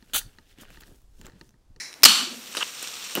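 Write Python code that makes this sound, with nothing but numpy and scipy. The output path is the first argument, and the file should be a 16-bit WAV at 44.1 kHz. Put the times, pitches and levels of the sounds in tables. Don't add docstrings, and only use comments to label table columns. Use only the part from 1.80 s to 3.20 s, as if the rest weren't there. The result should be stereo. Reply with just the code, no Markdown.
import sys
import numpy as np
from scipy.fft import rfft, irfft, next_fast_len
from scipy.io import wavfile
from scipy.ndimage import map_coordinates

SR = 44100
rng = np.random.default_rng(int(sys.argv[2]) if len(sys.argv) > 2 else 0)


def output_pcm(signal):
    pcm = np.clip(np.atleast_2d(signal).T, -1, 1) * 32767
    wavfile.write(sys.argv[1], SR, np.round(pcm).astype(np.int16))


N = 61739
T = np.arange(N) / SR

# centre in Hz, width in Hz, level in dB.
OPEN_LID = [(1240, 240, -5.5), (2500, 440, -11), (3003, 167, 0), (4360, 150, 1), (4850, 590, -15.5),
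            (5930, 250, -9), (7530, 390, -7.5), (9030, 740, -16)]


def amp(db):
    return 10 ** (np.asarray(db) / 20)


def unit(x):
    return x / np.sqrt(np.mean(x ** 2) + 1e-20)


def level_curve(rows):
    seconds, db = np.transpose(rows)
    return amp(np.interp(T, seconds, db, left=-120, right=-120))


def filtered(x, response):
    size = next_fast_len(N + SR // 2)
    spectrum = rfft(x, size) * response(np.fft.rfftfreq(size, 1 / SR))
    return irfft(spectrum, size)[..., :N]


def colour(points):
    f, db = np.transpose(points)
    return lambda hz: amp(np.interp(np.log(hz + 1), np.log(f + 1), db))


def body(modes):
    def response(f):
        total = 0
        for k, (centre, width, db) in enumerate(modes):
            resonance = 1j * f * width / (centre ** 2 - f ** 2 + 1j * f * width)
            total = total + (-1) ** k * amp(db) * resonance
        return total
    return response


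def high_pass(cut_hz, order):
    return lambda f: f ** order / (f ** order + cut_hz ** order)


def noise(response):
    return unit(filtered(rng.standard_normal(N), response))


def burst(start, hold, t60):
    return (T >= start) * amp(-60 * np.clip(T - start - hold, 0, 1) / t60)


def wobble(rate):
    knots = rng.standard_normal(int(N * rate / SR) + 4)
    return map_coordinates(knots, [T * rate])


def spikes(rate, spread_db):
    happens = rng.random(N) < rate / SR
    size = amp(spread_db * rng.exponential(size=N).clip(0, 3))
    return happens * rng.choice([-1, 1], N) * size


def impulses(rows):
    x = np.zeros(N)
    for seconds, db in rows:
        x[round(seconds * SR)] = amp(db)
    return x


def rips():
    # start in seconds, hold in seconds, level in dB, t60 in seconds, share of open lid from 0 to 1.
    blasts_and_hiss = [(.2336, .0011, 1, .005, 0), (.2345, .016, -19, .01, 0), (.2388, .0028, 1, .005, 0),
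                       (.2507, .0035, -2, .005, .3), (.2545, .0028, 1, .011, 1)]
    # frequency in Hz, density in dB per Hz.
    air_colour = [(88, -60), (200, -31), (700, -29), (1900, 0.5), (3000, -4), (5100, 4), (6800, -10),
                  (8500, 4.5), (10500, -14), (13000, -30), (15500, 1.5)]
    # centre in Hz, width in Hz, level in dB.
    strained_lid = [(2590, 510, -6.5), (3600, 400, -9.5), (5140, 460, 3.5), (9050, 370, -17),
                    (12060, 1150, -10)]
    lid_db, side_db = 5, -17

    air = noise(colour(air_colour))
    out = 0
    for start, hold, db, t60, opened in blasts_and_hiss:
        shape = amp(db) * burst(start, hold, t60)
        lid = lambda f: opened * body(OPEN_LID)(f) + (1 - opened) * body(strained_lid)(f)
        ringing = 2 * filtered(shape * rng.standard_normal(N), lid)
        out = out + shape * air + amp(lid_db) * ringing
    aside = filtered(out * rng.standard_normal(N), high_pass(7000, 2))
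    return out + amp(side_db) * np.array([aside, -aside])


def closed_lid():
    # centre in Hz, width in Hz, level in dB.
    lid_modes = [(1760, 530, -9.5), (2200, 354, -3), (4014, 114, -0.5), (5460, 580, -2), (7560, 1200, -15),
                 (8970, 520, -13.5), (11300, 340, -24)]
    # time in seconds, push in dB.
    nail_ticks = [(0.1291, -8.5), (.1401, -8.5), (0.2228, -10.5)]
    # centre in Hz, width in Hz, level in dB.
    tick_modes = [(2400, 700, -2), (3900, 170, 4), (5300, 350, 0), (7100, 500, -9), (8800, 450, -5)]
    start_db, fall_db_per_s = -25, 135

    leak = amp(start_db - fall_db_per_s * T) * rng.standard_normal(N)
    ticks = filtered(impulses(nail_ticks), body(tick_modes))
    return 2 * filtered(leak, body(lid_modes)) + ticks


def jet():
    # time in seconds, level in dB.
    flow = [(.256, -1.5), (.268, -13.5), (.3, -16), (.33, -19.5), (.4, -24.5), (.48, -36), (.55, -44.5),
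            (.62, -77)]
    # frequency in Hz, density in dB per Hz.
    jet_colour = [(88, -25), (250, -2), (500, -23), (1200, -7), (2000, -9.5), (3000, 2.5), (4500, -1),
                  (7000, -7), (10000, -10), (13000, -13), (15500, -18)]
    lid_db, flutter_db, flutter_per_s = -1, 0.5, 87
    treble_hz, treble_fall_db_per_s = 8640, 55
    whistle_hz, whistle_width_hz, whistle_db = 4460, 250, -11

    rush = unit(noise(colour(jet_colour)) + amp(lid_db) * noise(body(OPEN_LID)))
    top = filtered(rush, high_pass(treble_hz, 4))
    top_gain = amp(-treble_fall_db_per_s * abs(T - flow[0][0]))
    rush = rush - top * (1 - top_gain)
    edge_tone = body([(whistle_hz, whistle_width_hz, 0)])
    rush = rush + amp(whistle_db) * noise(lambda f: edge_tone(f) ** 2)
    return level_curve(flow) * amp(flutter_db * wobble(flutter_per_s)) * rush


def headspace():
    # time in seconds, level in dB.
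    hum_level = [(.2, -62.5), (.252, -31), (.262, -27.5), (.3, -44), (.36, -60), (.4, -52), (.435, -31.5),
                 (.46, -61), (.53, -41.5), (.6, -52.5), (.72, -58.5), (.748, -51), (.78, -56), (.9, -70)]
    # time in seconds, pitch in Hz.
    hum_pitch = [(.26, 270), (.3, 201.3), (.4, 244.2), (.45, 260), (.55, 232.7), (.72, 228), (.75, 249)]
    unrest_per_s, steady = 45.44, 0.83
    gurgle_hz, gurgle_width_hz, gurgle_db = 288, 346, -5

    phase = 2 * np.pi * np.cumsum(np.interp(T, *np.transpose(hum_pitch))) / SR
    hum = (steady + wobble(unrest_per_s)) * np.sin(phase)
    hum = unit(hum + wobble(unrest_per_s) * np.cos(phase))
    gurgle = body([(gurgle_hz, gurgle_width_hz, 0)])
    hum = hum + amp(gurgle_db) * noise(lambda f: gurgle(f) ** 2)
    return level_curve(hum_level) * hum


def large_bubble():
    centre_s, hz, db, life_s = 0.479, 352, -36.5, 0.01
    swell = np.exp(-((T - centre_s) / life_s) ** 2)
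    return amp(db) * swell * np.sin(2 * np.pi * hz * T)


def fizz():
    # time in seconds, level in dB.
    fizz_level = [(.4, -32.5), (.52, -43.5), (.62, -44.5), (.72, -42.5), (.8, -34), (.92, -40.5),
                  (1.04, -36), (1.17, -38), (1.28, -37), (1.4, -37)]
    # frequency in Hz, density in dB per Hz.
    foam_colour = [(88, -48), (170, -13), (320, -14.5), (850, -14.5), (1200, -10), (2000, -12.5),
                   (3800, -2), (8500, -17.5), (10200, -26), (13000, -15), (15500, -37)]
    # centre in Hz, width in Hz, level in dB.
    can_modes = [(492.4, 16.7, 3.5), (1220, 230, -1), (2640, 530, 2.5), (3860, 790, -4), (5630, 530, 3),
                 (7370, 790, 0), (8670, 580, -1.5)]
    hiss_fade = (0.46, 0.56)
    bubbles_per_s, spread_db, bubble_decay_s = 800, 4, 0.0013
    pops_db, can_db, hiss_db = 0.5, 1.5, -49

    bubble_shape = np.exp(-T[:400] / bubble_decay_s)
    envelope = np.convolve(abs(spikes(bubbles_per_s, spread_db)), bubble_shape)[:N]
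    pops = unit(rng.standard_normal(N) * envelope)
    drive = rng.standard_normal(N) + amp(pops_db) * pops
    foam = unit(filtered(drive, colour(foam_colour)))
    can = unit(filtered(drive[::-1], body(can_modes)))
    hiss = np.interp(T, hiss_fade, [0, 1]) * noise(high_pass(9000, 2))
    return level_curve(fizz_level) * unit(foam + amp(can_db) * can) + amp(hiss_db) * hiss


def tab():
    # centre in Hz, width in Hz.
    tab_modes = [(420, 530), (1300, 960), (2900, 510), (4000, 2800), (9000, 3000), (13500, 9000)]
    # time in seconds, then the push in dB into each resonance.
    click_rows = [(.7500, -36, -22, -30, -45, -46, -55), (0.7698, -26, -23, -18, -14, -16.5, -28),
                  (0.7755, -54, -24, -31, -27, -34, -40), (.8270, -46, -31, -14, -38, -45, -50),
                  (0.8301, -40, -40, -23.5, -36, -45, -50), (1.0282, -32.5, -35, -50, -40, -17.5, -15),
                  (1.3531, -55, -26, -17, -18, -16.5, -1.5), (1.3718, -20, -24, -37, -42, -42, -45)]
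    # start in seconds, t60 in seconds, then dB into each resonance.
    rattle_rows = [(0.7512, 0.019, -42, -32.5, -44, -39, -37.5, -55),
                   (0.7705, 0.15, -38.5, -39, -52, -31.5, -41, -58),
                   (1.3558, 0.085, -39, -37.5, -32, -48, -53, -40),
                   (1.3729, 0.1, -31.5, -35, -49, -60, -51, -48)]
    # time in seconds, level in dB.
    creak_level = [(.805, -50), (.808, -32.5), (.823, -40), (.828, -28), (.831, -33), (.8335, -54)]
    creak_db = [-8, 2.5, 4, -10, -23, -22]
    slips_per_s, slip_spread_db = 12000, 2

    slips = level_curve(creak_level) * unit(spikes(slips_per_s, slip_spread_db))
    out = 0
    for k, (hz, width) in enumerate(tab_modes):
        narrowness = np.sqrt(SR / width)
        clicks = narrowness * impulses([(row[0], row[1 + k]) for row in click_rows]) / 2
        shake = sum(amp(row[2 + k]) * burst(row[0], 0, row[1]) for row in rattle_rows)
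        rattle = shake * rng.standard_normal(N)
        drive = clicks + rattle + amp(creak_db[k]) * slips
        ring = body([(hz, width, 0)])
        out = out + narrowness * filtered(drive, lambda f: ring(f) ** 2)
    return out


def table():
    # time in seconds, relative push in dB.
    bumps = [(1.355, -28), (1.361, -32), (1.3778, -19), (1.384, -25), (1.392, -23.5)]
    # centre in Hz, width in Hz, level in dB.
    top_modes = [(207, 63, 15), (378, 130, 12.5), (910, 160, 4)]
    soft = lambda f: 1 / (1 + 1j * f / 900) ** 2
    return filtered(20 * impulses(bumps), lambda f: body(top_modes)(f) * soft(f))


def room_tone():
    # frequency in Hz, density in dB per Hz.
    room_colour = [(15, -32), (30, 13), (70, -6), (220, -5.5), (500, -11.5), (1000, -11.5), (2000, -12),
                   (3000, -17.5), (8000, -22.5), (15500, -27)]
    return amp(-49) * noise(colour(room_colour))


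def scene():
    can = rips() + closed_lid() + jet() + headspace() + large_bubble() + fizz() + tab()
    return can + table() + room_tone()


def record(dry):
    # frequency in Hz, density in dB per Hz.
    self_colour = [(15, -16), (30, -9), (700, -3), (2000, -15.5), (5000, -18.5), (9000, -1.5), (15500, -5)]
    self_db, ceiling, knee = -58, 1.0, 8
    low_cut_hz, top_hz = 138, 15750

    hiss = amp(self_db) * noise(colour(self_colour))
    x = dry + np.array([hiss, -hiss])
    x = x / (1 + abs(x / ceiling) ** knee) ** (1 / knee)
    top_cut = lambda hz: np.clip((top_hz - hz) / 250, 0, 1)
    low_cut = lambda hz: (1j * hz / (low_cut_hz + 1j * hz)) ** 2
    return filtered(x, lambda hz: top_cut(hz) * low_cut(hz))


dry = scene()
out = record(dry)
output_pcm(out)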